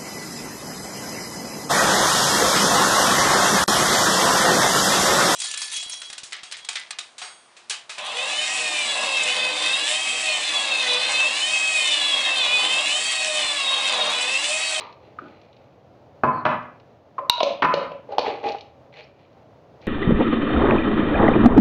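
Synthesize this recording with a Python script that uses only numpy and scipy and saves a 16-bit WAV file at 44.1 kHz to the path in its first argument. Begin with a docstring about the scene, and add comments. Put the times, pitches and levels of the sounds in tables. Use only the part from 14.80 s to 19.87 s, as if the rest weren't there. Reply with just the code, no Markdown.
"""In a small, hard-walled kitchen, glass jars are set down on a stone countertop and a metal lid is worked.
Jars are dying sines with a noise thud; lid snaps crack, ring the rim and pump the pocket of air under it.
Soft taps and light ticks use parts of the snap; random slips make the scrapes, gliding sines the squeaks.
Noise echoes make the room, over a low steady wash.
The microphone colours the sound, its gain control ducks after loud hits, and the highest peaks clip."""
import sys
import numpy as np
from scipy import signal
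from scipy.io import wavfile

SR = 44100
rng = np.random.default_rng(int(sys.argv[2]) if len(sys.argv) > 2 else 0)


def file_out(sig):
    """Save sig as 16-bit WAV at sys.argv[1]."""
    # one column per channel
    cols = np.atleast_2d(sig).T
    # limit, then scale
    lim = np.clip(cols, -1, 1)
    pcm = np.round(lim * 32767).astype(np.int16)
    wavfile.write(sys.argv[1], SR, pcm)


N = 223570  # length in samples, about 5.07 s


def amp(db):
    """Turns decibels into a gain."""
    return 10 ** (np.asarray(db) / 20)


def evened(x):
    """Scales a sound to an average (rms) level of 1."""
    return x / np.sqrt(np.mean(x ** 2) + 1e-20)


def read(points, hz):
    """Reads a table between its points, on a log-frequency axis."""
    table_hz, value = np.transpose(points)
    return np.interp(np.log(hz + 1), np.log(table_hz + 1), value)


def add(mix, s, sound):
    """Mixes a sound in at time s, cutting what runs past the end."""
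    part = mix[max(round(s * SR), 0):][:len(sound)]
    part += sound[:len(part)]


def colour(x, points, size=4096):
    """Filters a sound to the given spectrum, with no sound before its cause (minimum phase)."""
    log_gain = np.log(amp(read(points, abs(np.fft.fftfreq(size, 1 / SR)))))
    spectrum = np.exp(np.conj(signal.hilbert(log_gain)))
    response = np.fft.ifft(spectrum).real[:size // 2]
    return signal.oaconvolve(x, response)[:len(x)]


def soften(x, hz, order=2):
    """Takes away treble above hz, as a softer, longer contact does."""
    lowpass = signal.butter(order, min(hz, SR / 2 - 100), fs=SR, output="sos")
    return signal.sosfilt(lowpass, x)


def decay(t, t60):
    """Dies away by 60 dB in t60 seconds."""
    return np.exp(-np.log(1000) * t / t60)


def ring(modes, t):
    """Dying sines of a struck object; neighbouring modes swing in opposite directions."""
    out = np.zeros(len(t))
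    for k, (hz, db, t60) in enumerate(modes):
        out += (-1) ** k * amp(db) * decay(t, t60) * np.sin(2 * np.pi * hz * t)
    return out


def resonate(x, peaks):
    """Passes a sound through resonances side by side, each applied twice to make it steep."""
    out = np.zeros(len(x))
    for hz, width, db in peaks:
        b, a = signal.iirpeak(hz, hz / width, SR)
        once = signal.lfilter(b, a, x)
        out += amp(db) * signal.lfilter(b, a, once)
    return evened(out)


# Spectrum of the thin metal's crack. Each row: frequency in Hz, relative level in dB.
CRACK_SPECTRUM = [(100, -29), (700, -14), (1600, -26), (2200, -1.5), (2850, 3), (3400, -1), (4300, 3.5),
                  (5000, -4.5), (5800, -2.5), (7500, -6), (16000, -1)]


def crack(t, bright_hz, crack_db=-7, crack_s=0.0046):
    """A few milliseconds of grit from the thin metal: coloured noise that dies quickly."""
    grit = evened(colour(rng.standard_normal(len(t)), CRACK_SPECTRUM)) * np.exp(-t / crack_s)
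    return amp(crack_db) * soften(grit, bright_hz, order=4)


# Glass meets stone, each landing in several contacts.
# Each row: start in seconds, force in dB, brightness (where the treble starts to fall) in Hz.
KNOCK_CONTACTS = [(1.4348, 2.5, 1310), (1.4395, -1, 1100), (1.4474, -1.5, 1070), (1.4542, -7.5, 1000),
                  (1.6523, -3.5, 2760), (1.6606, -2, 2000), (1.6640, -8.5, 2000), (2.8214, -2, 3180),
                  (2.8285, -5.5, 2600), (2.836, 0, 2300), (2.8470, 5, 2570)]
# A jar standing on the stone; the lowest modes are the counter's.
# Each row: frequency in Hz, relative level in dB, time to die by 60 dB in seconds.
JAR_MODES = [(138, -20.5, 0.24), (247, -27, 0.5), (320, -24, 0.21), (620, -17, 0.063), (776, -19, 0.12),
             (932, -17, 0.022), (1003.8, -8, 0.11), (1038, -19, 0.28), (1108, -9, 0.064),
             (1260, -12.5, 0.063), (1428, -16, 0.0079), (1605, -20, 0.055), (1860, -29.5, 0.038),
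             (2032, -36.5, 0.24), (2542, -14.5, 0.038), (2620, -14, 0.015), (3770, -28.5, 0.013)]
# Dull thud of counter and cabinet. Each row: frequency in Hz, relative level in dB.
THUD_SPECTRUM = [(40, -43.5), (75, -3.5), (115, 4), (180, -6.5), (300, 0), (550, -1.5), (1300, 0),
                 (2400, -12), (3400, -20.5), (6000, -22.5), (9000, -60.5)]


def knocks(ring_db=-4.0, thud_db=-10, thud_s=0.014, rise_s=0.0012, lid_db=-4):
    """Each contact rings the jar, thumps the counter and jolts the lid; the heavy glass starts gradually."""
    out, t = np.zeros(N), np.arange(SR // 2) / SR
    glass = ring(JAR_MODES, t)
    rise = 1 - np.exp(-t / rise_s)
    for s, force_db, bright_hz in KNOCK_CONTACTS:
        thud = evened(colour(rng.standard_normal(len(t)), THUD_SPECTRUM)) * np.exp(-t / thud_s)
        blow = soften((amp(ring_db) * glass + amp(thud_db) * thud) * rise, bright_hz)
        add(out, s, amp(force_db) * (blow + amp(lid_db) * crack(t, bright_hz)))
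    return out


def air_pocket(t, hz, t60, bright_hz, swell_cycles=4, push_db=-14, push_s=0.0054):
    """The lid pumps the air under it: a puff and a short note, slower to start after a soft contact."""
    puff = soften(resonate(rng.standard_normal(len(t)), [(0.76 * hz, hz, 0)]), 2 * hz)
    push = amp(push_db) * evened(puff) * np.exp(-t / push_s)
    swell = 1 - np.exp(-t * bright_hz / swell_cycles)
    return (ring([(hz, 0, t60)], t) + push) * swell


# The metal lid snaps as it is worked. Each row: start in seconds, air pocket level in dB,
# air pocket pitch in Hz, air pocket time to die by 60 dB in seconds, crack level in dB,
# brightness in Hz, rim ring level in dB.
LID_SNAPS = [(2.4972, -5, 966, .075, -0.5, 9100, 3.5), (2.5803, -16.5, 663, 0.044, -36.5, 4000, -13.5),
             (2.6045, -6, 1041, 0.031, -1.5, 3800, -28), (2.6075, -0.5, 663, 0.042, -17, 3000, -23),
             (2.6308, -1, 564, 0.054, 0.5, 6500, -46), (2.9392, 0.5, 546, 0.039, -4, 5450, -22.5),
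             (3.117, -19.5, 551, 0.05, -25, 3470, -59), (3.3830, 0.5, 807, 0.022, -8.5, 5160, -27),
             (3.3908, 0.5, 597, 0.0052, -5.5, 5430, -31.5)]
# Rim of lid and jar, damped by the hand.
# Each row: frequency in Hz, relative level in dB, time to die by 60 dB in seconds.
RIM_MODES = [(1400, -22, 0.043), (2810, -16, 0.057), (3792, -0.5, 0.014), (4019, -2, 0.0092),
             (4900, -22, 0.0088), (6380, -20, 0.011)]


def snaps():
    """The lid cracks, rings the rim and pumps the air under it."""
    out, t = np.zeros(N), np.arange(SR // 5) / SR
    for s, air_db, air_hz, air_t60, crack_db, bright_hz, rim_db in LID_SNAPS:
        metal = amp(crack_db) * crack(t, bright_hz) + amp(rim_db) * ring(RIM_MODES, t)
        air = amp(air_db) * air_pocket(t, air_hz, air_t60, bright_hz)
        add(out, s, metal + air)
    return out


# Dull taps and bumps on the lid. Each row: start in seconds, level in dB, air pocket pitch in Hz,
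# level sent to the room in dB against the direct sound.
LID_TAPS = [(.008, -25, 940, 5), (0.018, -25.5, 1165, 2.5), (0.3864, -16.5, 1252, -10),
            (0.3862, -27.5, 1477, -0.5), (.421, -24.5, 317, 7), (2.3816, -11.5, 1121, -5.5),
            (2.388, -8, 1040, -7), (2.390, -21.5, 574, 7), (3.151, -33, 528, -7.5), (3.290, -19, 557, 2),
            (3.3226, -19, 770, -5), (3.4775, -14, 440, 3), (3.656, -7.5, 458, -9), (3.747, -13, 779, -15.5)]


def taps(air_t60=0.028, crack_db=-20.5, bright_hz=2130):
    """Soft contacts sound the air and barely crack the metal; gives direct sound and what the room gets."""
    direct, to_room, t = np.zeros(N), np.zeros(N), np.arange(SR // 5) / SR
    for s, db, air_hz, room_db in LID_TAPS:
        air = air_pocket(t, air_hz, air_t60, bright_hz)
        tap = air + amp(crack_db) * crack(t, bright_hz)
        add(direct, s, amp(db) * tap)
        add(to_room, s, amp(db + room_db) * tap)
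    return direct, to_room


# Light ticks of fingernails and of the lid's edge catching. Each row: start in seconds, level in dB.
LIGHT_TICKS = [(.008, -24), (0.126, -36), (0.615, -40), (.7293, -42), (0.766, -39), (1.827, -47),
               (1.9995, -42.5), (3.3207, -31.5), (3.6872, -16), (3.72, -21), (3.7836, -28), (3.809, -25.5),
               (4.5299, -51), (5.016, -39)]


def ticks(bright_hz=5500):
    """Contacts too light to move the air: only the metal is heard."""
    out, t = np.zeros(N), np.arange(SR // 5) / SR
    for s, db in LIGHT_TICKS:
        add(out, s, amp(db) * crack(t, bright_hz))
    return out


# Lid and glass rub in short strokes. Each row: start in seconds, push in seconds,
# ease-off in seconds, hollow level in dB, rasp level in dB.
RUB_STROKES = [(0, 0.004, .15, -35, -38.5), (.19, 0.046, 0.29, -49.5, -58.5),
               (.385, 0.088, 0.71, -48, -56.5), (3.284, 0.053, 0.094, -28.5, -49.5),
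               (3.395, 0.096, .17, -20.5, -33.5), (3.629, 0.039, 0.14, -19.5, -32.5),
               (4.121, 0.073, 0.11, -40.5, -42.5), (4.34, 0.068, 0.29, -62, -62),
               (5.005, 0.066, 0.081, -47, -48)]
# Low resonances of the jar's air. Each row: frequency in Hz, width of one pass in Hz, relative level in dB.
HOLLOW_PEAKS = [(309, 94, -10.5), (445, 166, 1.5), (589, 138, -1), (811, 47.4, 6.5), (1040, 164, -12.5)]
# High resonances of the lid's rim. Each row: frequency in Hz, width of one pass in Hz, relative level in dB.
RASP_PEAKS = [(2060, 120, 7.5), (2410, 1140, 11), (2820, 140, -6), (3190, 1500, 0), (4026, 220, 7.5),
              (4290, 270, -1), (5250, 3000, -15)]
# A stroke swells to its hardest push, then eases off; both ends fade over the edge time.
STROKE_START_DB, STROKE_END_DB, STROKE_EDGE_S = -11, -26, 0.0062


def scrapes(slips_per_s=300, uneven_db=3.5, hiss=0.11, hollow_db=-3, rasp_db=-3):
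    """Tiny uneven slips excite the jar's air and the lid's rim, as strongly as the hand pushes."""
    slip_size = amp(uneven_db * np.minimum(rng.exponential(1, N), 3))
    slips = (rng.random(N) < slips_per_s / SR) * slip_size
    drive = slips * rng.choice([-1, 1], N) + hiss * rng.standard_normal(N)
    hollow = resonate(drive, HOLLOW_PEAKS)
    rasp = resonate(drive, RASP_PEAKS)
    out, t = np.zeros(N), np.arange(N) / SR
    for start, push_s, ease_s, low_db, high_db in RUB_STROKES:
        top = start + push_s
        end = top + ease_s
        touching = np.clip(np.minimum(t - start, end - t) / STROKE_EDGE_S, 0, 1)
        push_db = np.interp(t, [start, top, end], [STROKE_START_DB, 0, STROKE_END_DB])
        rub = amp(hollow_db + low_db) * hollow + amp(rasp_db + high_db) * rasp
        out += touching * amp(push_db) * rub
    return out


# Thin squeaks of the rubbing. Each row: start in seconds, length in seconds,
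# starting pitch in Hz, final pitch in Hz (both before the waver), level in dB.
RUB_SQUEAKS = [(1.521, .1, 4320, 4160, -58), (4.209, 0.041, 4080, 5800, -56)]


def squeaks(waver=0.039, curve=2.7):
    """Stick and slip make short, unsteady whistles whose glide steepens towards the end."""
    out = np.zeros(N)
    for start, length, from_hz, to_hz, db in RUB_SQUEAKS:
        along = np.arange(0, length, 1 / SR) / length
        glide = from_hz + (to_hz - from_hz) * along ** curve
        pitch = glide * (1 + waver * evened(soften(rng.standard_normal(len(along)), 500)))
        whistle = np.sin(2 * np.pi * np.cumsum(pitch) / SR)
        add(out, start, amp(db) * whistle * signal.windows.tukey(len(along), .2))
    return out


# Ring of the kitchen. Each row: frequency in Hz, time to die by 60 dB in seconds.
KITCHEN_DECAY = [(120, 0.61), (400, 0.37), (1000, 0.47), (2500, 0.48), (4500, 0.31), (7000, 0.27),
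                 (10000, 0.12)]


def kitchen(x, build_s=0.008, size=256):
    """Dense wall echoes that build up quickly, each band dying at its own speed."""
    hz, t, bands = signal.stft(rng.standard_normal(SR), SR, nperseg=size)
    fading = bands * decay(t, read(KITCHEN_DECAY, hz)[:, None])
    tail = signal.istft(fading, SR, nperseg=size)[1]
    age = np.arange(len(tail)) / SR
    swell = 1 - np.exp(-age / build_s)
    # levelled by the strength of a plain 0.52 s decay
    strength = np.linalg.norm(swell * decay(age, 0.52))
    return signal.fftconvolve(x, tail * swell / strength)[:N]


# Kitchen background. Each row: frequency in Hz, relative level in dB.
BACKGROUND_SPECTRUM = [(25, -37), (50, -17.5), (85, -1), (135, 1), (175, -6.5), (260, -5.5), (400, -6),
                       (580, -0.5), (950, -12), (1600, -22.5), (4200, -32), (6500, -40), (8200, -53.5),
                       (16000, -53)]


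def background(level_db=-51.5, drift_db=1):
    """Low steady wash of the kitchen: coloured noise whose level drifts slightly."""
    t = np.arange(N) / SR
    drift = np.zeros(N)
    for drift_hz in np.geomspace(.5, 9, 12):
        drift += np.sin(2 * np.pi * (drift_hz * t + rng.random()))
    wash = evened(colour(rng.standard_normal(N), BACKGROUND_SPECTRUM))
    return amp(level_db + drift_db * evened(drift)) * wash


# Microphone colour. Each row: frequency in Hz, gain in dB.
MICROPHONE_COLOUR = [(30, -13), (100, -6.5), (1000, -0.5), (4400, 1), (6000, -3.5), (7200, -13),
                     (8500, -24.5), (16000, -21)]


def scene(knock_room_db=0.5, snap_room_db=-2, tick_room_db=-6, scrape_room_db=-8):
    """Jars, lid and rubbing with the room's answer, through the microphone's colour, over the background."""
    direct, to_room = taps()
    sources = [(knocks(), knock_room_db), (snaps(), snap_room_db),
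               (ticks(), tick_room_db), (scrapes() + squeaks(), scrape_room_db)]
    for sound, room_db in sources:
        direct = direct + sound
        to_room = to_room + amp(room_db) * sound
    heard = direct + kitchen(to_room)
    return (colour(heard, MICROPHONE_COLOUR) + background())[None]


def record(dry, threshold_db=-17, squeeze=0.99, recover_db_per_s=75, attack_s=0.0041, ceiling=0.71):
    """Gain control ducks shortly after each loud hit, peaks over the ceiling clip, then treble is cut."""
    keep = np.exp(-1 / (attack_s * SR))
    smoother = [1 - keep], [1, -keep]
    power_db = 10 * np.log10(signal.lfilter(*smoother, dry[0] ** 2) + 1e-12)
    # the held level jumps up at once, then falls at a steady rate
    fall_db = np.arange(N) * recover_db_per_s / SR
    held_db = np.maximum.accumulate(power_db + fall_db) - fall_db
    over_db = np.maximum(held_db - threshold_db, 0)
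    ducked = dry / amp(squeeze * signal.lfilter(*smoother, over_db))
    clipped = np.clip(ducked, -ceiling, ceiling)
    lowpass = signal.firwin(511, 16000, window=("kaiser", 9), fs=SR)  # cutoff in Hz
    return signal.oaconvolve(clipped, lowpass[None], "same")


dry = scene()
out = record(dry)
file_out(out)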